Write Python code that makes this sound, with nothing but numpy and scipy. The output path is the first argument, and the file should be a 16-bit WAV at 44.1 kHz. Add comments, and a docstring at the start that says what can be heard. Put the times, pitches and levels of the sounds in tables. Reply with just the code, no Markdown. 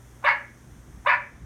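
"""A small dog barks twice in an echoing room, some metres away.
Each bark starts as a short clear tone from the vocal folds. Then the mouth opens and rushing
air breaks the voice into a harsh rasp, with shrill overtones ringing through it.
The parting mouth adds a soft puff and a faint wet tick.
Behind the dog are a faint hiss, mains hum and an uneven low rumble."""
import sys
import numpy as np
from scipy import signal
from scipy.fft import rfft, irfft, next_fast_len
from scipy.io import wavfile
from scipy.ndimage import map_coordinates

SR = 44100
rng = np.random.default_rng(int(sys.argv[2]) if len(sys.argv) > 2 else 0)


def wav_out(sig):
    """Save sig, one row per channel (or a flat mono array), as 16-bit PCM at SR to the path in sys.argv[1]."""
    wavfile.write(sys.argv[1], SR, np.round(np.clip(np.atleast_2d(sig).T, -1, 1) * 32767).astype(np.int16))


N = 63945
T = np.arange(N) / SR


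def amp(db):
    """Turn decibels into a number to multiply by."""
    return 10 ** (np.asarray(db) / 20)


def along(points, hz):
    """Read a (frequency, value) table at hz, on a log frequency scale."""
    f, v = np.transpose(points)
    return np.interp(np.log(hz + 1), np.log(f + 1), v)


def loudness(points):
    """Turn a (time, decibels) table into a volume curve."""
    return amp(np.interp(T, *np.transpose(points)))


def wobble(t, changes_per_s=350):
    """A smooth random curve."""
    return map_coordinates(rng.standard_normal(2048), [t * changes_per_s], mode="mirror")


def filtered(x, gain):
    """Make each frequency louder or softer by gain(hz)."""
    m = 2 * next_fast_len(len(x) // 2 + 2048)
    gains = np.maximum(gain(np.fft.rfftfreq(m, 1 / SR)), 1e-6)
    cepstrum = irfft(np.log(gains))
    # folding it makes the filter ring after a sound, never before
    cepstrum[1:m // 2] *= 2
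    cepstrum[m // 2 + 1:] = 0
    return irfft(rfft(x, m) * np.exp(rfft(cepstrum)), m)[:len(x)]


def noise(colour):
    """Noise with the given tone colour and an average strength (rms) of 1."""
    x = filtered(rng.standard_normal(N), lambda hz: amp(along(colour, hz)))
    return x / np.sqrt(np.mean(x ** 2) + 1e-20)


def even(x, steady_s):
    """Hold a sound's strength near 1 over each stretch of about steady_s."""
    window = np.exp(-.5 * (np.arange(-3000, 3001) / (SR * steady_s / 2)) ** 2)
    power = signal.fftconvolve(x * x, window / window.sum(), "same")
    return x / np.sqrt(np.abs(power) + 1e-20)


# tone colour of the hiss: frequency_hz, gain_db
HISS_COLOUR = [(120, -24.5), (200, -2), (330, -1.5), (480, -8.5), (700, -11.5), (1250, -11.5),
               (1900, -13.5), (2800, -23.5), (3450, -20.5), (4000, -28), (4900, -27.5), (5500, -20.5),
               (6250, -17.5), (7600, -25), (9000, -21.5), (10000, -27.5), (13000, -29), (15500, -36.5),
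               (17000, -42.5)]
# how its treble rises and falls: time_s, gain_db
HISS_TREBLE = [(0, 3), (.2, 2), (.4, -1.5), (.7, 1), (1.05, 1), (1.18, -4), (1.45, -3)]

def hiss(level_db=-56, treble_hz=6000):
    """A faint hiss whose treble drifts up and down."""
    whole = noise(HISS_COLOUR)
    low = signal.sosfiltfilt(signal.butter(2, treble_hz, fs=SR, output="sos"), whole)
    treble = loudness(HISS_TREBLE) * (whole - low)
    return amp(level_db) * (low + treble)


# steady tones of the hum: pitch_hz, level_db
HUM_TONES = [(120, -55.5), (222, -65.5), (243, -69.5)]
# loudness of the deepest tone: time_s, level_db
DEEP_HUM_LEVELS = [(0, -56), (.17, -54), (.38, -68.5), (.6, -57.5), (1.0, -47.5), (1.1, -78.5),
                   (1.25, -66.5), (1.45, -49.5)]

def mains_hum(deep_hz=57.5):
    """Steady low tones hum over a deeper one that swells and fades."""
    tone = lambda hz: np.sqrt(2) * np.sin(2 * np.pi * (hz * T + rng.random()))
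    steady = sum(amp(db) * tone(hz) for hz, db in HUM_TONES)
    return steady + loudness(DEEP_HUM_LEVELS) * tone(deep_hz)


# tone colour of the rumble: frequency_hz, gain_db
RUMBLE_COLOUR = [(15, -30), (35, -8.5), (64, 2), (90, -4), (135, -3), (190, -9.5), (330, -22), (500, -42.5),
                 (1500, -73), (5000, -110)]
# its swells and dips: time_s, level_db
RUMBLE_SWELLS = [(0, -56), (.2, -57), (.4, -57.5), (.64, -54.5), (.715, -47.5), (.8, -49.5), (.85, -62),
                 (.88, -44.5), (.915, -49), (.95, -46.5), (.998, -44.5), (1.025, -63.5), (1.11, -51.5),
                 (1.31, -57.5), (1.36, -46.5), (1.395, -59), (1.425, -38.5), (1.45, -49)]

def rumble():
    """Deep noise that swells now and then."""
    return loudness(RUMBLE_SWELLS) * even(noise(RUMBLE_COLOUR), steady_s=.04)


# how long the echo takes to fade by 60 dB: frequency_hz, fade_s
ECHO_FADES = [(200, 0.32), (600, 0.41), (1100, 0.29), (2000, 0.4), (3200, 0.29), (5000, 0.26),
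              (12000, 0.22)]

def room(x, tail_db=-8.5, build_up_s=.0099, walls_db=-6, walls_fade_s=.13):
    """Add quick echoes from the near walls and a tail that dies sooner in the treble."""
    hz, frame_s, bands = signal.stft(rng.standard_normal(SR), SR, nperseg=256)
    fade = amp(-60 * frame_s / along(ECHO_FADES, hz)[:, None])
    tail = signal.istft(bands * fade, SR, nperseg=256)[1][:SR]
    t = T[:SR]
    tail *= 1 - np.exp(-(t / build_up_s) ** 2)
    walls = rng.standard_normal(SR) * (rng.random(SR) < .02) * (t > .002)  # scattered bounces
    walls *= amp(-60 * t / walls_fade_s)
    echo = amp(tail_db) * tail / np.linalg.norm(tail) + amp(walls_db) * walls / np.linalg.norm(walls)
    return x + signal.fftconvolve(x, echo)[:N]


# tone colour of a puff: frequency_hz, gain_db
PUFF_COLOUR = [(300, -36.5), (900, -0.5), (1700, -14), (3000, -29.5), (8000, -47.5)]

def puffs(bark_starts_s, lead_s=.006, width_s=.0029, level_db=-42):
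    """A soft puff of air escapes just before each bark."""
    swells = sum(np.exp(-.5 * ((T - start + lead_s) / width_s) ** 2) for start in bark_starts_s)
    return amp(level_db) * swells * noise(PUFF_COLOUR)


# ticks of the mouth: start_s, level_db
MOUTH_TICKS = [(0.245, -54), (1.06, -58)]
# their tone colour: frequency_hz, gain_db
TICK_COLOUR = [(1000, -17.5), (5000, -15.5), (9000, 0.5), (15000, -15.5)]

def mouth_ticks(fade_s=.045):
    """The wet mouth ticks faintly as it parts."""
    fades = sum((T > start) * amp(db - 60 * np.abs(T - start) / fade_s) for start, db in MOUTH_TICKS)
    return fades * noise(TICK_COLOUR)


# high tones that ring through the rasp: start_s, end_s, pitch_hz, level_db
SHRILL_TONES = [(0.244, 0.25, 990, -25.5), (.252, 0.283, 1169, -27.5), (.268, .302, 950.4, -29),
                (.268, .332, 1680, -25.5), (1.059, 1.081, 993, -26), (1.07, 1.098, 1153, -23.5),
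                (1.088, 1.135, 1013, -29.5), (1.094, 1.13, 1757, -35.5), (1.133, 1.146, 1750, -24.5)]

def shrill_overtones(edge_s=.0041, jitter=.0282):
    """Shaky overtones stand out where the voice meets a pitch at which the mouth rings."""
    out = np.zeros(N)
    for start, end, hz, db in SHRILL_TONES:
        span = (T > start) & (T < end)
        t = T[span]
        swell = np.clip(np.minimum(t - start, end - t) / edge_s, 0, 1)
        phase = 2 * np.pi * np.cumsum(hz * (1 + jitter * wobble(t))) / SR
        out[span] += amp(db) * swell * np.sqrt(2) * np.sin(phase)
    return out


# tone colour of the voice, mouth half closed and wide open: frequency_hz, gain_db
HALF_CLOSED_COLOUR = [(200, -21), (430, -25.5), (580, -1), (980, 0.5), (1170, 0), (1550, -4), (1780, -7),
                      (2300, -6), (2900, -13), (3250, -25), (3700, -11), (4000, -27.5), (4600, -36),
                      (6000, -53.5), (12000, -70)]
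OPEN_COLOUR = [(200, -59), (420, -12), (560, -9.5), (700, -4), (900, -3.5), (1700, 3), (2450, -3),
               (3000, -15.5), (3700, -26), (4700, -21.5), (5600, -37), (8000, -49), (15000, -58)]

def mouth(source, rings, parting, opening, muffle_hz=2620, between_rings_db=-3, steady_s=.0054):
    """The lips muffle the treble until they part; then the mouth opens wide and rings."""
    def open_gain(f):
        peaks = sum(amp(db) ** 2 / (1 + (2 * (f - hz) / width) ** 2) ** 2 for hz, width, db in rings)
        return amp(along(OPEN_COLOUR, f)) * np.sqrt(amp(between_rings_db) ** 2 + peaks)

    half_closed = even(filtered(source, lambda f: amp(along(HALF_CLOSED_COLOUR, f))), steady_s)
    muffled = signal.sosfiltfilt(signal.butter(4, muffle_hz, fs=SR, output="sos"), half_closed)
    narrow = parting * half_closed + (1 - parting) * muffled
    wide = even(filtered(source, open_gain), steady_s)
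    return np.sqrt(1 - opening) * narrow + np.sqrt(opening) * wide


# how each bark unfolds: time_s, pitch_hz, voice_db, rasp_db
FIRST_BARK = [(.2375, 489, -40.5, -61), (.242, 505.2, -27, -29.5), (.250, 589.6, -24, -29),
              (.262, 577.6, -22, -23.5), (.271, 579.4, -26, -22), (.288, 565.4, -46, -16),
              (.304, 553.7, -26, -25), (.326, 548, -29, -26.5), (.345, 523, -52, -73)]
SECOND_BARK = [(1.059, 494.2, -32, -70), (1.066, 512.4, -22.5, -28), (1.071, 578.6, -21.5, -21.5),
               (1.085, 585.2, -21, -33.5), (1.091, 590.3, -21.5, -18.5), (1.11, 582.6, -38.5, -21),
               (1.133, 583.7, -31.5, -22.5), (1.145, 574, -23.5, -22), (1.162, 520, -46, -32.5)]
# where the open mouth rings in each bark: frequency_hz, width_hz, gain_db
FIRST_RINGS = [(844, 91, 4), (917, 240, 8.5), (1130, 110, 0.5), (1367, 150, 3.5), (1660, 70, -0.5),
               (1948, 110, 4.5), (2165, 240, 0), (2730, 50, -14), (3740, 90, -6)]
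SECOND_RINGS = [(950, 150, 13.5), (996, 100, 13), (1160, 55, -0.5), (1537, 330, 4.5), (1730, 210, 5.5),
                (1982, 97, 6), (2270, 490, 3), (2585, 73, 7), (3770, 90, -7)]

def bark(rows, rings, parting_s=.015, opens_after_s=.021, opening_s=.01, edge_s=.0025):
    """Pulses from the vocal folds and the rasp of rushing air pass through the opening mouth."""
    times, pitch_hz, voice_db, rasp_db = np.transpose(rows)
    start, end = times[0], times[-1]
    span = (T > start - .02) & (T < start + .18)
    t = T[span]
    parting = np.clip((t - start) / parting_s, 0, 1) ** 2
    opening = np.clip((t - start - opens_after_s) / opening_s, 0, 1)
    jitter = .0052 + .03 * opening  # the pitch gets shakier as the mouth opens
    hz = np.interp(t, times, pitch_hz) * (1 + jitter * wobble(t))
    phase = 2 * np.pi * np.cumsum(hz) / SR
    voice = sum(np.cos(k * phase) for k in range(1, 17))
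    rasp = rng.standard_normal(N)[span] * (1 + .59 * np.cos(phase))  # air pulses with the voice
    rasp *= amp(1.5 * wobble(t))  # and flickers by about 1.5 dB
    # rushing air is weak down at the voice's own pitch
    rasp = signal.sosfilt(signal.butter(2, 820, "high", fs=SR, output="sos"), rasp)
    out = np.zeros(N)
    for source, db in [(voice, voice_db), (rasp, rasp_db)]:
        out[span] += mouth(source, rings, parting, opening) * amp(np.interp(t, times, db))
    return out * np.clip(np.minimum(T - start, end - T) / edge_s, 0, 1)


def scene():
    """Two barks echo in the room over hiss, hum and rumble."""
    dog = bark(FIRST_BARK, FIRST_RINGS) + bark(SECOND_BARK, SECOND_RINGS) + shrill_overtones()
    dog += puffs([FIRST_BARK[0][0], SECOND_BARK[0][0]]) + mouth_ticks()
    return (room(dog) + hiss() + mains_hum() + rumble())[None]


def record(dry):
    """Cut away the very highest treble."""
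    top_hz = 17100
    m = 2 * next_fast_len(N)
    return irfft(rfft(dry, m) * (np.fft.rfftfreq(m, 1 / SR) < top_hz), m)[:, :N]


dry = scene()
out = record(dry)
wav_out(out)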